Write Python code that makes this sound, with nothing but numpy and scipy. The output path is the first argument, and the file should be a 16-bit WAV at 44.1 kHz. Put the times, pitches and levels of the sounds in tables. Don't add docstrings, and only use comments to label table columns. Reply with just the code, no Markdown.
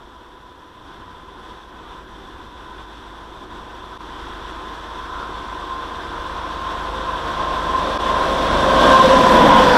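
import sys
import numpy as np
from scipy import signal
from scipy.io import wavfile
from scipy.ndimage import uniform_filter1d, minimum_filter1d

SR = 44100
rng = np.random.default_rng(int(sys.argv[2]) if len(sys.argv) > 2 else 0)


def field_ratio(decibels):
    return 10 ** (np.asarray(decibels, dtype=float) / 20)


def transcribe(signal):
    frames = np.atleast_2d(signal).T
    limited = np.clip(frames, -1, 1)
    pcm = np.round(limited * 32767).astype(np.int16)
    wavfile.write(sys.argv[1], SR, pcm)


N = 430857

SPEED_M_S, SIDEWAYS_M, SOUND_M_S = 17.5, 4.0, 343
GEAR_GAIN, ENGINE_SAG, AT_S = .0042, -.0009, 8.3
CYCLE_HZ, STACK_S = 8.147, 9.45
MESH_HZ = 504


def evened(x):
    return x / np.sqrt(np.mean(x ** 2) + 1e-20)


def read(points, hz):
    point_hz, value = np.transpose(points)
    return np.interp(np.log(hz + 1), np.log(point_hz + 1), value)


def bump(t, centre_s, half_s):
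    return np.exp(-((t - centre_s) / half_s) ** 2)


def drift(count, size, step=1):
    width = max(size // 256, 1)
    coarse = uniform_filter1d(rng.standard_normal((count, N // 256 + 2)), width, axis=1)
    coarse = evened(uniform_filter1d(coarse, width, axis=1))
    at = np.arange(0, N, step) / 256
    return np.array([np.interp(at, np.arange(len(curve)), curve) for curve in coarse])


def heard_turns(hz, passing_s, gain_per_s):
    t = np.arange(N) / SR
    along = SPEED_M_S * (t - passing_s)
    receding = SPEED_M_S * along / np.hypot(along, SIDEWAYS_M)
    doppler = 1 / (1 + receding / SOUND_M_S)
    return 2 * np.pi * np.cumsum(hz * doppler * (1 + gain_per_s * (t - AT_S))) / SR


# time_s, level_db
NEARNESS = [(0.0, -54), (0.5, -55), (0.8, -54.5), (0.88, -53), (2.25, -50.5), (3.95, -47.5), (4.2, -44.5),
            (5.3, -43), (6.1, -41.5), (7.0, -38.5), (8.0, -34), (8.6, -29.5), (8.76, -27), (8.85, -23.5),
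            (9.1, -25), (9.4, -24.5), (9.55, -23.5), (9.77, -26)]
NEARNESS_STEPS = [-58, -45, -35, -24]


def level_of(law_db, swells, t):
    nearness_db = np.interp(t, *np.transpose(NEARNESS))
    level_db = np.interp(nearness_db, NEARNESS_STEPS, np.broadcast_to(law_db, len(NEARNESS_STEPS)))
    for centre_s, swell_db in swells:
        half_s = .045 + 0.026 * max(8.96 - centre_s, 0)
        level_db = level_db + swell_db * bump(t, centre_s, half_s)
    return level_db


# time_s, half_length_s, level_db
GUSTS = [(.93, 0.086, 1.5), (1.2, 0.066, -0.5), (1.494, 0.094, 2.5), (1.7, 0.087, -1), (1.923, 0.064, 1.5),
         (2.06, 0.034, -2.5), (2.522, 0.037, -2.5), (2.626, 0.045, 0.5), (2.813, 0.025, 1.5),
         (2.86, 0.025, -2), (3.25, 0.13, -1), (3.48, 0.023, -4), (3.568, 0.042, 1.5), (5.22, .06, 1.5),
         (6.2, 0.11, 0)]


def gusty_air():
    t = np.arange(0, N, 64) / SR
    gusts_db = sum(db * bump(t, centre_s, half_s) for centre_s, half_s, db in GUSTS)
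    return field_ratio(np.interp(np.arange(N) / SR, t, gusts_db))


# law_db at the nearness steps, then swells of time_s, level_db
ROLLING = [
    ([-46, -43.5, -36, -20.5], [(.2, -3), (.7, -3), (1.0, 5), (1.5, -3), (2.3, 3), (2.8, 3), (3.97, 2), (4.7, -3), (5.41, 5), (5.66, -11), (6.12, 6), (8.8, 1), (8.98, 0.5), (9.1, -1), (9.22, 6.5), (9.47, 8)]),
    ([-51.5, -46, -28, -15.5], [(.4, -2), (1.55, 0), (2.04, -2), (3.45, 5), (4.5, 3), (5.66, 0.5), (6.23, -3), (8.93, -2.5), (9.02, -3), (9.22, -2), (9.36, 2), (9.46, 3), (9.56, -2), (9.65, -1.5)]),
    ([-50, -36.5, -27.5, -17], [(1.0, 1), (1.9, 1), (3.3, -0.5), (8.73, 2), (8.79, -2.5), (9.01, -1.5), (9.1, -2), (9.22, -2), (9.53, 3), (9.77, 4)]),
    ([-59, -45.5, -34, -23], [(0.0, 0), (8.93, 1), (9.1, 0)]),
]
SPLITS = [180, 720, 2100]
# pitch_hz, level_db per Hz
FAR = [(7.1, -38), (12, -3), (53, 7.5), (162, -5.5), (362, 4.5), (584, -7), (861, -6.5), (1000, -2),
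       (1130, -6.5), (1520, -11), (2240, -24), (3510, -18.5), (4190, -24.5), (11900, -45.5), (15200, -57)]
# pitch_hz, level_db per Hz
MID = [(7.1, -42), (12, -3), (53, -2), (116, -16), (567, -10), (678, -5.5), (764, -12), (1030, -1.5),
       (1160, -5.5), (1560, -13.5), (2170, -26), (3510, -24.5), (5020, -33.5), (11900, -53.5), (15200, -61)]
# pitch_hz, level_db per Hz
NEAR = [(7.1, -48), (12, -22), (131, -22), (237, -6), (431, -8), (531, -5.5), (580, -1), (881, -12),
        (1020, -1.5), (1190, -11), (1600, -18.5), (2220, -29.5), (3580, -30), (9880, -52.5), (15000, -63.5)]
# pitch_hz, level_db per Hz
COACH = [(7.1, -47), (12, -18), (116, -26), (252, -4.5), (406, -13.5), (500, -4), (674, -9.5), (993, -2.5),
         (1220, -10), (1550, -11), (2360, -23.5), (3480, -25.5), (4830, -30.5), (12200, -51.5),
         (15000, -61)]
STAGES = [3.002, 7.202, 9.002, 9.72]
# pitch_hz, width_hz, lift_db
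TUBE = [(985, 107, 4), (1570, 670, 3), (3457, 720, 8), (5670, 910, 6), (7790, 460, 6.5), (9830, 770, 7),
        (12000, 1100, 7.5)]
TUBE_DEPTH = [1.13, 1.01, 0.97, 0.86]
# time_s, pitch_hz, lift_db
WHEELS = [(5.18, 1350, 7), (8.83, 3170, 3.5), (8.95, 3600, -0.5), (9.5, 3100, 5.5), (9.62, 3200, 3),
          (9.7, 4600, 1), (9.76, 4800, 6), (9.3, 14500, 12), (9.45, 14500, 12), (9.6, 14500, 6),
          (9.75, 15000, 14)]


def rough_texture(patchy_db=0.65, gust_db=0.5):
    frames, hz = N // 128 + 6, np.fft.rfftfreq(512, 1 / SR)
    a, b, patches = rng.standard_normal((frames, len(hz), 3)).T
    patches = evened(uniform_filter1d(uniform_filter1d(patches, 8, 0), 16, 1))
    shimmer = evened(uniform_filter1d(rng.standard_normal(frames), 12))
    treble = np.clip(hz / 2500, 0, 1)[:, None]
    texture = field_ratio(patchy_db * patches + gust_db * shimmer * treble)
    return evened(signal.istft((a + 1j * b) * texture, nperseg=512, noverlap=384)[1][:N])


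def rolling_colour(hz, t):
    tube_db = sum(db / (1 + (2 * (hz - mode_hz) / width_hz) ** 2) for mode_hz, width_hz, db in TUBE)
    colour_db = 0
    for points, depth, pick in zip((FAR, MID, NEAR, COACH), TUBE_DEPTH, np.eye(len(STAGES))):
        share = np.interp(t, STAGES, pick)
        colour_db = colour_db + np.outer(read(points, hz) + depth * tube_db, share)
    wheel_s, wheel_hz, lift_db = np.transpose(WHEELS)[:, :, None]
    band = np.exp(-((hz / wheel_hz - 1) * 8) ** 2)
    return field_ratio(colour_db + band.T @ (lift_db * bump(t, wheel_s, 0.098)))


def rolling(trims_db=(-5, -2, -1, 0)):
    hz, t, z = signal.stft(rough_texture(), SR, nperseg=2048, noverlap=1792)
    colour = rolling_colour(hz, t)
    above = [1 / (1 + (split_hz / (hz + 1)) ** 8) for split_hz in SPLITS]
    shares = -np.diff([np.ones(len(hz)), *above, np.zeros(len(hz))], axis=0)
    out = np.zeros(N)
    for share, part, trim_db in zip(shares, ROLLING, trims_db):
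        shape = colour * np.sqrt(np.maximum(share, 0))[:, None]
        shape = shape / np.sqrt((shape ** 2).mean(0))
        layer = signal.istft(z * shape, nperseg=2048, noverlap=1792)[1][:N]
        level_db = np.interp(np.arange(N) / SR, t, level_of(*part, t))
        out += layer * field_ratio(level_db + trim_db)
    return out


FAN_LAW = [-63, -48, -37.5, -30.5]
# time_s, level_db
FAN_SWELLS = [(4.95, 3), (5.25, 2), (5.55, 0), (5.85, 6), (6.15, 7.5), (6.75, -2), (7.2, 4), (8.5, 3),
              (9.7, -4)]


def fan(order=54.7, wobble_rad=1.3):
    turns = order * heard_turns(CYCLE_HZ, STACK_S, ENGINE_SAG)
    turns = turns + wobble_rad * drift(count=1, size=5000)[0]
    level_db = level_of(FAN_LAW, FAN_SWELLS, np.arange(N) / SR) - 5
    return np.sqrt(2) * field_ratio(level_db) * np.cos(turns)


def whine(hz, passing_s, partials, heard_s, wobble_rad=.4, flutter_db=.7, trim_db=1.5):
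    step = 8
    t = np.arange(0, N, step) / SR
    turns = heard_turns(hz, passing_s, GEAR_GAIN)[::step]
    shake = drift(count=6, size=2600, step=step)
    unsteady = np.clip(passing_s - t, 1, 2.5)
    opens = np.clip((t - heard_s[0]) / 0.036 + .5, 0, 1)
    closes = np.clip((heard_s[1] - t) / 0.16 + 1, 0, 1)
    tones = 0
    for k, part in enumerate(partials):
        level_db = level_of(*part, t) + trim_db + unsteady * flutter_db * shake[k]
        tones = tones + field_ratio(level_db) * np.cos((k + 1) * turns + unsteady * wobble_rad * shake[k + 3])
    return signal.resample_poly(np.sqrt(2) * opens * closes * tones, step, 1)[:N]


# partial (number), level_db under the air hiss
OVERTONES = [(4, -24), (5, -23), (6, -23), (7, -21), (8, -33)]


def overtones(waver_db=3.0, wobble_rad=1.2):
    turns = heard_turns(MESH_HZ, AXLES[2], GEAR_GAIN)
    waver = drift(count=len(OVERTONES), size=8000)
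    tones = 0
    for (k, db), loudness, bend in zip(OVERTONES, waver, waver[::-1]):
        tones = tones + field_ratio(db + waver_db * loudness) * np.cos(k * turns + wobble_rad * bend)
    hiss_db = np.interp(np.arange(N) / SR, *np.transpose(NEARNESS))
    return np.sqrt(2) * field_ratio(hiss_db) * tones


# law_db at the nearness steps, then swells of time_s, level_db
TRAILING = [([-70, -63.5, -47.5, -35], [(0.0, 0), (1.5, 4), (7.07, 8), (8.35, 10), (8.82, 8)]),
            ([-57, -49.5, -31, -34], [(1.65, 0), (4.25, -1), (5.0, 5), (5.5, 7), (7.1, 5), (7.3, -11),
            (7.82, 2.5), (8.05, 3), (8.8, -10)]), ([-72, -54, -43.5, -28], [(2.75, 6), (5.75, 1),
            (8.05, -4)])]
FIRST = [(-29.5, [(8.92, 14), (9.08, 11.5), (9.24, -6), (9.6, -8)]), (-23, [(8.93, 11), (9.0, 8),
         (9.08, -3), (9.16, 9), (9.24, -5), (9.71, -19)]), (-37, [(8.93, 15), (9.05, 9.3), (9.72, 4)])]
SECOND = [(-28.5, [(9.16, 3), (9.32, 1), (9.48, -17), (9.6, -8)]), (-25.5, [(9.2, 2.7), (9.31, 7.8),
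          (9.39, 9.2), (9.5, 5), (9.75, 5.6)]), (-41, [(9.24, 9.9), (9.4, 4), (9.72, 3)])]
THIRD = [([-66.5, -61.5, -39.5, -24.5], [(7.0, 8), (7.5, -5), (7.9, 7), (8.3, 5), (8.68, 8.5), (8.92, 0),
         (8.99, -7), (9.05, 9.5), (9.13, 12.5), (9.24, 4.5), (9.55, 3.5), (9.64, 5), (9.73, 6)]),
         ([-65.5, -47, -29, -28], [(.5, -3), (1.3, 8.5), (2.0, 5.5), (5.25, 5), (5.75, 10), (6.25, 2),
         (6.62, 5.5), (7.45, 3), (7.75, 4), (7.9, -16), (8.76, 8), (9.0, 10), (9.12, -2)]),
         ([-79, -59, -44, -36.5], [(5.9, 3.4), (7.6, 3), (8.2, 4), (8.65, 3), (8.8, 5.7), (8.88, 9.6),
         (9.36, 4.4)])]
FOURTH = [(-33, [(9.56, -11)]), (-27.5, [(9.54, 12), (9.62, 10)]), (-32, [(9.56, -2)])]
AXLES = [9.16, 9.3, 9.7, 9.84]
# from_s, to_s
HEARD = [
    (8.88, 9.9),
    (9.12, 9.9),
    (0, 9.9),
    (9.44, 9.9),
    (0, 8.86),
]


def gears():
    axles = zip(AXLES, (FIRST, SECOND, THIRD, FOURTH), HEARD)
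    driven = sum(whine(MESH_HZ, *axle) for axle in axles)
    trailing = whine(489.5, 10.6, TRAILING, HEARD[-1])
    return driven + trailing + overtones()


# multiple of the engine cycle (ratio), far_db, near_db
FIRING = [(2, -12, -19), (3, -8, -10), (5, -10, -15), (6, 0, 0), (7, -7, -15), (9, -12, -6), (12, -17, -14),
          (15, -19, -19), (18, -22, -11), (21, -13, -18), (23, -23, -26), (25, -16, -21), (26, -18, -16),
          (27, -11, -18), (29, -16, -18), (31, -18, -22), (32, -18, -27), (33, -12, -14), (34, -13, -15),
          (35, -11, -12), (36, -16, -17), (37, -9, -10), (39, -8, -11), (40, -16, -18), (41, -13, -20),
          (42, -14, -12), (43, -9, -10), (44, -11, -14), (45, -12, -18), (46, -13, -18)]
EXHAUST_LAW = [-59, -43.5, -35, -31]
# time_s, level_db
EXHAUST_SWELLS = [(.6, 0), (.9, -6), (2.3, 1.5), (4.2, 0.5), (4.8, -3), (8.55, 5.5), (9.0, -16),
                  (9.37, 2.5), (9.77, -6)]


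def exhaust(waver_db=1.3, near_from_s=2.2, near_at_s=7.0):
    step = 16
    t = np.arange(0, N, step) / SR
    turns = heard_turns(CYCLE_HZ, STACK_S, ENGINE_SAG)[::step]
    near = np.clip((t - near_from_s) / (near_at_s - near_from_s), 0, 1)
    order, far_db, near_db = np.transpose(FIRING)[:, :, None]
    waver = drift(count=len(FIRING), size=9000, step=step)
    start = 2 * np.pi * rng.random((len(FIRING), 1))
    balance_db = far_db + near * (near_db - far_db)
    level_db = balance_db + waver_db * waver + level_of(EXHAUST_LAW, EXHAUST_SWELLS, t)
    tones = np.sqrt(2) * field_ratio(level_db) * np.cos(order * turns + start + 0.32 * waver[::-1])
    return signal.resample_poly(tones.sum(0), step, 1)[:N]


def scene():
    train = (rolling() + fan() + gears()) * gusty_air() + exhaust()
    return np.array([train, train])


MUTES = [3.9775, 7.9775]


def buffer_mutes(fade_in_s=0.029):
    t = np.arange(N) / SR
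    since = [np.where(t < mute_s, 1, np.clip((t - mute_s) / fade_in_s, 0, 1)) for mute_s in MUTES]
    return uniform_filter1d(np.prod(since, axis=0), size=12)


def thin_treble(x, side_db=-18, side_from_db=-52, side_luck_db=7.0):
    hz, t, z = signal.stft(x, SR, window="cosine", nperseg=2048, noverlap=1024)
    pitch = hz[:, None]
    power = abs(z) ** 2 + 1e-16
    loud_db = 10 * np.log10(power.sum(0)) + 40
    need_db = -6.5 + 4 * (pitch - 13000) / 1000 + .22 * loud_db + 4 * rng.standard_normal(len(t))
    around = uniform_filter1d(power, size=61, axis=0)
    stands_db = 10 * np.log10(uniform_filter1d(power, size=5, axis=0) / around)
    kept = z * (stands_db > np.minimum(need_db, 3.5))
    band_db = 10 * np.log10(uniform_filter1d(power, size=16, axis=0)) + 8 * np.log2((pitch + 1) / 3000)
    luck = np.repeat(rng.standard_normal((len(hz) // 12 + 1, len(t))), 12, axis=0)[:len(hz)]
    leaning = (band_db + side_luck_db * luck > side_from_db) * ((pitch > 1650) & (pitch < 6000))
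    side = field_ratio(side_db) * kept * leaning * np.exp(1.2j * luck[::-1])
    pair = [kept - side, kept + side]
    return signal.istft(pair, SR, window="cosine", nperseg=2048, noverlap=1024)[1][:, :N]


def roll_off(x):
    return signal.sosfilt(signal.butter(12, 15310, fs=SR, output="sos"), x)


def record(dry):
    x = dry[0] * buffer_mutes() + field_ratio(-71.5) * rng.standard_normal(N)
    crest = -minimum_filter1d(-abs(x), size=257)
    x = x / np.maximum(uniform_filter1d(crest, size=257) / .95, 1)
    mix = thin_treble(x)
    return roll_off(mix)


dry = scene()
out = record(dry)
transcribe(out)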